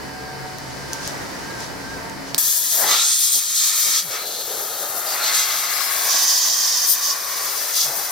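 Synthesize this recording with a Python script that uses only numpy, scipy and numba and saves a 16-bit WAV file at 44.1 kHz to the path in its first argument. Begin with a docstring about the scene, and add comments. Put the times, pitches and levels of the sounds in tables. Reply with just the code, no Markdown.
"""A machine drones outside a balcony, a blow gun clicks in the hand and its hose slides; then the valve opens.
The air jet hisses across the circuit board, drive bay and sheet-metal edges of an open computer case, whistles
in slots and rings the hollows. Machine and whistles are wavering sines and narrow noise; the air is coloured
noise whose levels follow the sweep. A phone close by turns its gain down on loud sound, pushing the drone down."""
import sys
import numpy as np
from scipy import signal
from scipy.fft import irfft, next_fast_len
from scipy.io import wavfile
from scipy.ndimage import uniform_filter1d
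from numba import njit

SR = 44100
rng = np.random.default_rng(int(sys.argv[2]) if len(sys.argv) > 2 else 0)


def persist_wave(psi):
    """Save psi, clipped to +-1, as 16-bit WAV."""
    counts = np.round(np.clip(psi, -1, 1) * 32767).astype(np.int16)
    wavfile.write(sys.argv[1], SR, np.atleast_2d(counts).T)


N = 357651

T = np.arange(N) / SR
FREQS = np.maximum(np.arange(N // 2 + 1) * SR / N, 1)
GAIN_RANGE_DB = 21  # how far the phone can turn down

# All table levels are mix levels, before the lift of the jet in scene() and the phone's gain in record().


def undb(db):
    """Decibels to gain."""
    return 10 ** (np.asarray(db) / 20)


def curves(table):
    """The columns of a table, joined by straight lines in time."""
    s, *columns = np.transpose(table)
    return [np.interp(T, s, column) for column in columns]


def colour(points):
    """Gain at every frequency from (Hz, dB) points, joined along log frequency."""
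    hz, db = np.transpose(points)
    return undb(np.interp(np.log(FREQS), np.log(hz), db))


def resonance(hz, half_width_hz):
    """Steep-sided gain of one resonance, halved at half_width_hz from its centre."""
    return 1 / (1 + ((FREQS - hz) / half_width_hz) ** 2)


def unit(x):
    """Scale a stereo sound so that its centre has rms 1."""
    centre = x.mean(axis=0)
    return x / np.sqrt(np.mean(centre ** 2))


def noise(gain, likeness):
    """Stereo noise of a given colour; likeness is the share of its power common to both sides."""
    size = next_fast_len(N, True)
    bins = np.arange(size // 2 + 1) * SR / size
    z = rng.standard_normal((3, len(bins))) + 1j * rng.standard_normal((3, len(bins)))
    gain = np.array([np.interp(bins, FREQS, g) for g in np.atleast_2d(gain)])
    spectrum = gain * (np.sqrt(likeness) * z[0] + np.sqrt(1 - likeness) * z[1:])
    return unit(irfft(spectrum, size)[:, :N])


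def walk(rate_hz):
    """Smooth random drift with a spread of 1, drawing about rate_hz new values a second."""
    hold = max(int(SR / rate_hz), 1)
    steps = rng.standard_normal(4096)[np.arange(N) // hold % 4096]
    slewed = uniform_filter1d(uniform_filter1d(steps, hold), hold)
    return slewed / slewed.std()


def swell(s, spread_s):
    """A bell-shaped rise and fall centred on s."""
    return np.exp(-.5 * np.minimum(((T - s) / spread_s) ** 2, 100))


def ramp(s, length_s):
    """A smooth step from 0 to 1, half way up at s."""
    return .5 + .5 * np.sin(np.pi * np.clip((T - s) / length_s, -.5, .5))


# tones of the droning machine: pitch_hz, waver_hz, first_level_db, later_level_db (all trimmed 0.5 dB in play)
DRONE_TONES = [(66.3, 1.33, -49, -47), (135.5, 2.8, -38.5, -52), (187, 4.2, -51.5, -46),
               (273.3, 1.26, -45.5, -43.5), (447, 7.42, -46.5, -46.5), (691, 2.1, -55, -47),
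               (744, 5.43, -44, -55), (906, 13.55, -46.5, -44.5), (1596, 32, -45.5, -45.5)]
# colour of the street wash: freq_hz, gain_db
STREET_COLOUR = [(15, -43), (25, -15), (97, -6.5), (130, -1.5), (161, -5), (270, -5), (301, -4),
                 (734, -6.5), (818, -8), (911, -5), (1130, -10), (1890, -8.5), (3160, -23), (6050, -21.5),
                 (16000, -31)]
# loudness of the street wash: time_s, level_db (lifted 2 dB in play)
STREET_LEVEL = [(0.0, -38), (0.76, -38), (1.13, -35), (2.3, -37)]
WHINE_HZ, WHINE_DB = 3010, -52.5  # centre of a thin whine of the same machine


def outside():
    """A machine drones with wavering, patchy tones over the wash of the street and a thin hiss."""
    level_db, = curves(STREET_LEVEL)
    street = noise(colour(STREET_COLOUR), 0.13) * undb(level_db + 2 + .5 * walk(20))
    drone = 0
    for hz, waver_hz, first_db, later_db in DRONE_TONES:
        phase = 2 * np.pi * np.cumsum(hz + waver_hz * walk(20)) / SR
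        tone_db = np.interp(T, [.4, 2.3], [first_db, later_db]) + 3.4 * walk(7)
        # many paths: each port hears the tone flicker in its own way
        scatter = np.array([walk(25.16), walk(25)])
        drone = drone + undb(tone_db + 2 * scatter - 0.5) * np.sin(phase + .5 * scatter[::-1])
    whine_phase = 2 * np.pi * np.cumsum(WHINE_HZ + 4 * walk(20)) / SR
    whine = undb(WHINE_DB + 1.2 * walk(20)) * np.sin(whine_phase)
    thin_hiss = undb(-44.5) * noise(resonance(4770, 810), 0.53)
    return street + drone + whine + thin_hiss


# clicks of gun and trigger: start_s, level_db, ring_hz
CLICKS = [(.5852, -23, 5470), (0.9326, -11, 6000), (0.9336, -18, 7000), (1.0761, -16, 6400),
          (1.0768, -18.5, 6270), (1.6049, -24, 6000), (2.0977, -28, 6000), (2.346, -5.5, 4460),
          (2.3485, -20, 5000), (2.3806, -6.5, 8150), (2.386, -3, 8200)]
CRACK_S, CLICK_TAIL_S, CLICK_TAIL_DB = .00045, .02, -23  # decay times; tail against crack


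def clicks():
    """Each click is a sharp crack of ringing noise with a short, softer echo off the balcony."""
    body = colour([(300, -24), (2500, -16), (4000, 0.5), (8000, 0), (16000, -5)])
    out = 0
    for s, db, ring_hz in CLICKS:
        age = np.clip(T - s, 0, 1)
        decay = np.exp(-age / CRACK_S) + undb(CLICK_TAIL_DB) * np.exp(-age / CLICK_TAIL_S)
        ringing = noise(body * (1 + 2.8 * resonance(ring_hz, 700)), 0.52)
        out = out + undb(db) * (T >= s) * decay * ringing
    return out


# the hose slides: centre_s, spread_s, level_db
SLIDES = [(.72, 0.22, -47), (.95, .025, -48), (1.064, 0.034, -36.5), (1.35, 0.34, -44),
          (1.628, 0.026, -38.5), (1.9, 0.087, -49), (2.29, 0.023, -40.5)]


def hose_slides():
    """The sliding hose makes soft swells of bright friction noise."""
    friction = colour([(1500, -15), (3500, -0.5), (6000, 4), (8000, -7), (11000, -9.5), (16000, -45)])
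    return noise(friction, 0.3) * sum(undb(db) * swell(s, spread_s) for s, spread_s, db in SLIDES)


# steady air as the hand moves about: time_s, nozzle_hiss_db, wash_over_parts_db
FLOW = [(2.42, -20, -29), (2.82, -17.5, -23), (3.0, -30, -30), (3.48, -29.5, -25), (3.98, -30.5, -22.5),
        (4.05, -33.5, -37), (4.3, -33.5, -32), (4.6, -29.5, -32.5), (5.05, -29, -34.5), (5.4, -29, -23.5),
        (5.85, -26.5, -30.5), (6.12, -24, -25.5), (6.45, -27, -25), (6.97, -28, -27.5), (7.2, -31.5, -30.5),
        (7.62, -27, -28), (7.9, -28.5, -30), (8.1, -28, -30.5)]
LEAVES_BOARD_S, REACHES_EDGE_S, DRIFT_S = 4.0, 6.05, 0.23  # board to drive bay, then also to the edge
EDGE_SHARE = 0.63  # share of the wash power that ends up on the edge


def wash():
    """Power of the steady wash on each part, as the gun works its way across the case."""
    power = undb(curves(FLOW)[1]) ** 2
    past_board = ramp(LEAVES_BOARD_S, DRIFT_S)
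    on_edge = EDGE_SHARE * ramp(REACHES_EDGE_S, DRIFT_S)
    return {"board": power * (1 - past_board), "bay": power * past_board * (1 - on_edge), "edge": power * on_edge}


# the jet crosses a part of the case: start_s, end_s, hiss_off_part_db, bright_spray_off_rim_db, part
STRIKES = [(2.4, 2.86, -26.5, -31, "board"), (2.854, 2.97, -19.5, -37, "bay"),
           (2.91, 3.052, -31, -42, "edge"), (2.998, 3.15, -19, -33, "board"),
           (3.183, 3.283, -21, -23.5, "board"), (3.32, 3.384, -21.5, -22, "board"),
           (3.559, 3.693, -20, -26, "board"), (3.77, 3.93, -27, -24.5, "board"),
           (3.802, 4.013, -26, -40, "edge"), (3.955, 4, -22, -33, "bay"), (4.118, 4.163, -28, -45, "bay"),
           (5.076, 5.146, -28.5, -33, "bay"), (5.243, 5.287, -20, -32, "bay"),
           (5.335, 5.412, -22.5, -29, "board"), (5.345, 5.68, -35, -36, "edge"),
           (6.073, 6.86, -21, -37, "edge"), (6.1, 6.233, -25.5, -39, "bay"), (6.29, 6.38, -22, -33, "edge"),
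           (6.885, 6.936, -24, -17.5, "edge"), (7.031, 7.119, -22, -29, "edge"),
           (7.764, 7.845, -21.5, -27.5, "edge"), (7.765, 7.84, -24, -36, "bay")]
STRIKE_FADE_S, SPRAY_FADE_S = 0.068, 0.071  # time the jet takes to slide onto a part or off it


def sweep():
    """Each strike swells, holds and fades on top of the wash: power on each part, and power of the spray."""
    power, spray = wash(), 0
    for start, end, db, spray_db, part in STRIKES:
        on_part = ramp(start, STRIKE_FADE_S) * (1 - ramp(end, STRIKE_FADE_S))
        on_rim = ramp(start, SPRAY_FADE_S) * (1 - ramp(end, SPRAY_FADE_S))
        power[part] = power[part] + undb(db) ** 2 * on_part
        spray = spray + undb(spray_db) ** 2 * on_rim
    return power, spray


def reflections(x, strength, drift_s, count=7):
    """Echoes off case walls and tiles; their paths shift with the hand, so ripples wander through the hiss."""
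    out = x.copy()
    for lag_s in np.geomspace(.0011, .009, count) * rng.uniform(.85, 1.15, count):
        path_s = lag_s + drift_s * walk(1.5)
        for side in range(2):
            side_lag_s = rng.uniform(0, .00012)
            out[side] += strength * np.interp(T - path_s - side_lag_s, T, x[side])
    return out / np.sqrt(1 + count * strength ** 2)


# side from which the struck hiss comes: time_s, left_minus_right_db
PAN = [(2.4, 3), (5.65, 3.5), (5.82, 17), (6.05, 0), (7.0, 0.5), (7.78, 3.5), (8.1, 0)]
# colour of air striking the circuit board: freq_hz, gain_db
BOARD = [(1500, -38), (2850, -13.5), (3300, -1), (4000, 2), (4600, 1.5), (5600, 3), (6600, 6.5), (7800, 0),
         (9000, -2.5), (11000, -10), (15000, -31)]
# colour of air striking the drive bay: freq_hz, gain_db
BAY = [(1800, -37), (2800, -10.5), (3400, -3.5), (3900, -1), (4500, -1), (5300, -4), (6300, 0.5),
       (7500, -6.5), (10000, -20), (15000, -20)]
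# colour of air striking the sheet-metal edges: freq_hz, gain_db
EDGE = [(2000, -37), (2950, -9), (3350, -2), (4000, -6), (4850, 8.5), (5250, 7.5), (5700, 7), (6250, 7.5),
        (7000, 2), (8200, -10), (11000, -12), (15000, -35)]
# colour of air leaving the nozzle: freq_hz, gain_db
NOZZLE = [(3000, -20), (6000, 2), (8200, 1.5), (9700, 4), (11200, 4.5), (12500, 4), (13800, 1),
          (14800, 4.5), (15800, -1.5)]


def hiss(ports, power, spray):
    """Air hisses at the nozzle and, coloured by their shape, on the parts that it strikes."""
    nozzle_db, _ = curves(FLOW)
    pan_db, = curves(PAN)
    # from over the case, sound near 6.7 kHz reaches the two ports in opposite phase
    twist = np.exp(1j * np.pi * (1 + np.tanh((FREQS - 6700) / 1150)) * np.array([[0], [-1]]))
    struck = np.sqrt(power["board"]) * noise(ports * twist * colour(BOARD), 0.85)
    struck = struck + np.sqrt(power["bay"]) * noise(ports * twist * colour(BAY), 0.98)
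    struck = struck + np.sqrt(power["edge"]) * noise(ports * colour(EDGE), 0.72)
    flutter_db = 0.82 * walk(60) + 0.15 * walk(25)
    struck = struck * undb(np.array([pan_db, -pan_db]) / 2 + flutter_db)
    # close to sheet metal, a very short echo lifts the nozzle hiss near 4.6, 9.2 and 13.8 kHz
    comb = 1 + .5 * np.exp(2j * np.pi * FREQS / 4620)
    near = np.interp(T, [5.85, 6.1], [0, 1])
    open_air = np.sqrt(1 - near) * noise(ports * colour(NOZZLE), 0.1)
    by_metal = np.sqrt(near) * noise(ports * comb * colour(NOZZLE), 0.1)
    nozzle_level = np.sqrt(undb(nozzle_db) ** 2 + spray)
    nozzle = (open_air + by_metal) * nozzle_level * undb(0.097 * flutter_db + 1.08 * walk(50))
    return reflections(struck + nozzle, strength=0.2, drift_s=0.000127)


@njit
def bandpass(x, hz, width_hz):
    """State-variable band-pass with a moving centre."""
    y, band, low = np.empty(len(x)), 0., 0.
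    for i in range(len(x)):
        g, damping = np.tan(np.pi * hz[i] / SR), width_hz / hz[i]
        v = (band + g * (x[i] - low)) / (1 + g * (g + damping))
        band, low, y[i] = 2 * v - band, low + 2 * g * v, damping * v
    return y


def ring(x, hz, width_hz, strength):
    """Lift one moving resonance out of a noise, evening out the overall level."""
    peak = unit(np.array([bandpass(side, hz, float(width_hz)) for side in x]))
    out = x + strength * peak
    return out / np.sqrt(uniform_filter1d(out.mean(axis=0) ** 2, size=6000))


# air caught in the case: time_s, rush_in_narrow_gaps_db, roar_in_deep_hollows_db
ROAR = [(2.7, -39, -52), (3.02, -31, -40), (3.15, -40.5, -55), (3.52, -41.5, -55), (3.66, -34.5, -53),
        (3.97, -33, -51), (4.06, -43, -44), (4.24, -47, -40), (4.62, -40.5, -35), (5.02, -36, -33),
        (5.26, -26.5, -35), (5.5, -30.5, -39.5), (6.12, -29, -37), (6.4, -35, -42.5), (7.05, -35, -44),
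        (7.5, -35, -38.5), (7.78, -36, -42), (7.92, -36.5, -35.5)]
# where the gun points: time_s, gap_pitch_hz, gap_ring_strength (plain ratio), hollow_pitch_hz
AIM = [(2.8, 950, 0.44, 640), (2.9, 1150, 0.55, 960), (3.1, 1530, 0.045, 850), (3.9, 1310, 0.073, 555),
       (4.55, 1280, 0.86, 486), (5.0, 1235, 1.6, 670), (5.3, 1236, 0.41, 770), (6.1, 1080, 0.6, 736),
       (7.0, 1080, 0.77, 705), (7.55, 1040, 0.49, 514), (7.9, 1070, 0.65, 725)]
# the jet blows straight into a cavity: centre_s, spread_s, gap_rush_db, hollow_roar_db
BLASTS = [(2.852, 0.058, -27.5, -23), (2.94, .038, -28, -46), (4.17, 0.05, -33.5, -38)]
# colour of the rush in the gaps: freq_hz, gain_db
GAPS = [(300, -30), (900, -12.5), (1200, -3.5), (1500, -6.5), (1650, -3.5), (1850, -3), (2250, -4.5),
        (2650, -7), (3300, -19), (5000, -55)]
# colour of the roar in the hollows: freq_hz, gain_db
HOLLOW = [(60, -17), (200, -11.5), (290, -10), (410, -1.5), (520, -2.5), (700, -1), (860, -1), (1050, -9),
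          (1600, -2.5), (3000, -54)]


def cavities(ports):
    """The jet blows across gaps and hollows of the case; their resonances slide as the nozzle moves."""
    gaps_db, hollow_db = curves(ROAR)
    gap_hz, gap_ring, hollow_hz = curves(AIM)
    gap_blasts = sum(undb(db) * swell(s, spread_s) for s, spread_s, db, _ in BLASTS)
    hollow_blasts = sum(undb(db) * swell(s, spread_s) for s, spread_s, _, db in BLASTS)
    rush = np.hypot(undb(gaps_db), gap_blasts)
    roar = np.hypot(undb(hollow_db), hollow_blasts)
    gaps = reflections(noise(ports * colour(GAPS), 0.57), strength=0.2, drift_s=.00016)
    gaps = ring(gaps, 1.77 * gap_hz, 320, 0.22)  # the gap's second mode
    gaps = ring(gaps, gap_hz, 127, gap_ring)
    hollow = ring(noise(ports * colour(HOLLOW), 0.66), hollow_hz, 290, 0.87)
    return gaps * rush * undb(0.82 * walk(40)) + hollow * roar * undb(1.6 * walk(30))


# the two microphone ports face different ways: freq_hz, left_minus_right_db
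PORTS = [(200, 0.5), (700, 2.5), (1100, 3.5), (1700, 4), (2400, 0), (3500, -2), (4900, 1.5), (6200, -8),
         (7300, -5), (8500, 7.5), (10000, 6.5), (12000, 15), (14000, 20), (16000, 3.5)]
VALVE_S, VALVE_RISE_S = 2.378, .011
DEFLECT_DB = -15.5  # spray this loud halves the sound of the cavities


def blow_gun():
    """The valve opens within milliseconds and stays open; air that sprays off a rim misses the cavities."""
    ports = colour(PORTS) ** np.array([[.5], [-.5]])
    valve = np.clip((T - VALVE_S) / VALVE_RISE_S, 0, 1)
    power, spray = sweep()
    caught = 1 / (1 + spray / undb(DEFLECT_DB) ** 2)
    return valve * (hiss(ports, power, spray) + caught * cavities(ports))


# edge tones, some breathy and wide, some clear and narrow: start_s, end_s, pitch_hz, width_hz, level_db
WHISTLES = [(2.898, 3.037, 3770, 1000, -24), (3.064, 3.408, 8900, 930, -26),
            (4.176, 4.444, 4120, 660, -36.5), (5.06, 5.15, 4760, 120, -33),
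            (5.207, 5.376, 4270, 130, -30.5), (5.72, 5.9, 5140, 590, -31.5), (6.08, 6.602, 4900, 10, -44),
            (6.595, 6.87, 4944, 23, -38), (6.1, 7.1, 6190, 33, -37), (6.958, 7.575, 1126, 120, -39)]


def edge_tones():
    """Slots whistle unsteadily, as narrow noise, while the jet lies across them."""
    out = 0
    for start, end, hz, width_hz, db in WHISTLES:
        gate = np.clip(np.minimum(T - start, end - T) / 0.016, 0, 1)
        out = out + undb(db) * gate * noise(resonance(hz, width_hz / 2), 0.61)
    return out


# the microphone overloads in the jet: centre_s, spread_s, level_db
OVERLOADS = [(3.225, 0.026, -42), (3.367, 0.015, -30), (3.67, 0.028, -46), (3.88, 0.026, -31),
             (6.91, 0.022, -33.5)]


def overloads():
    """The microphone overloads in the jet: low, muffled thumps, opposite in the two channels."""
    muffled = colour([(30, -24), (150, -2), (450, 0), (900, 1), (2000, -33), (6000, -50)])
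    thump = noise(muffled, 0.96) * np.array([[1], [-.85]])
    return thump * sum(undb(db) * swell(s, spread_s) for s, spread_s, db in OVERLOADS)


# soft falling whoomps as the jet leaves a hollow: centre_s, spread_s, start_pitch_hz, end_pitch_hz, level_db
WHOOMPS = [(4.066, 0.025, 190, 127, -42.5), (7.886, 0.022, 174, 135, -45)]


def whoomps():
    """As the jet leaves a hollow, a short, wavering sine falls in pitch, stronger on the right."""
    out = 0
    for s, spread_s, start_hz, end_hz, db in WHOOMPS:
        fall_hz = np.interp(T, [s - spread_s, s + spread_s], [start_hz, end_hz])
        phase = 2 * np.pi * np.cumsum(fall_hz * (1 + 0.065 * walk(90))) / SR
        out = out + undb(db) * swell(s, spread_s) * np.sin(phase) * np.array([[.6], [1.4]])
    return out


def scene():
    """The jet is far louder than all else on the balcony, and louder still once it strikes the case close by."""
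    excess_db = np.interp(T, [2.72, 2.92], [12, GAIN_RANGE_DB])
    jet = blow_gun() + edge_tones() + overloads() + whoomps()
    return outside() + clicks() + hose_slides() + undb(excess_db) * jet


def record(dry, target_db=-19, attack_s=0.0049, top_hz=15850):
    """The phone turns its gain down on loud sound, within its range, holds it there and cuts the top."""
    pole = np.exp(-1 / (attack_s * SR))
    power = signal.lfilter([1 - pole], [1, -pole], dry.mean(axis=0) ** 2)
    loudest = np.sqrt(np.maximum.accumulate(power) + 1e-12)  # never falls, so the gain never recovers
    gain = np.clip(undb(target_db) / loudest, undb(-GAIN_RANGE_DB), 1)
    lowpass = signal.ellip(10, .2, 80, top_hz, fs=SR, output="sos")
    return signal.sosfilt(lowpass, np.clip(dry * gain, -1, 1))


dry = scene()
out = record(dry)
persist_wave(out)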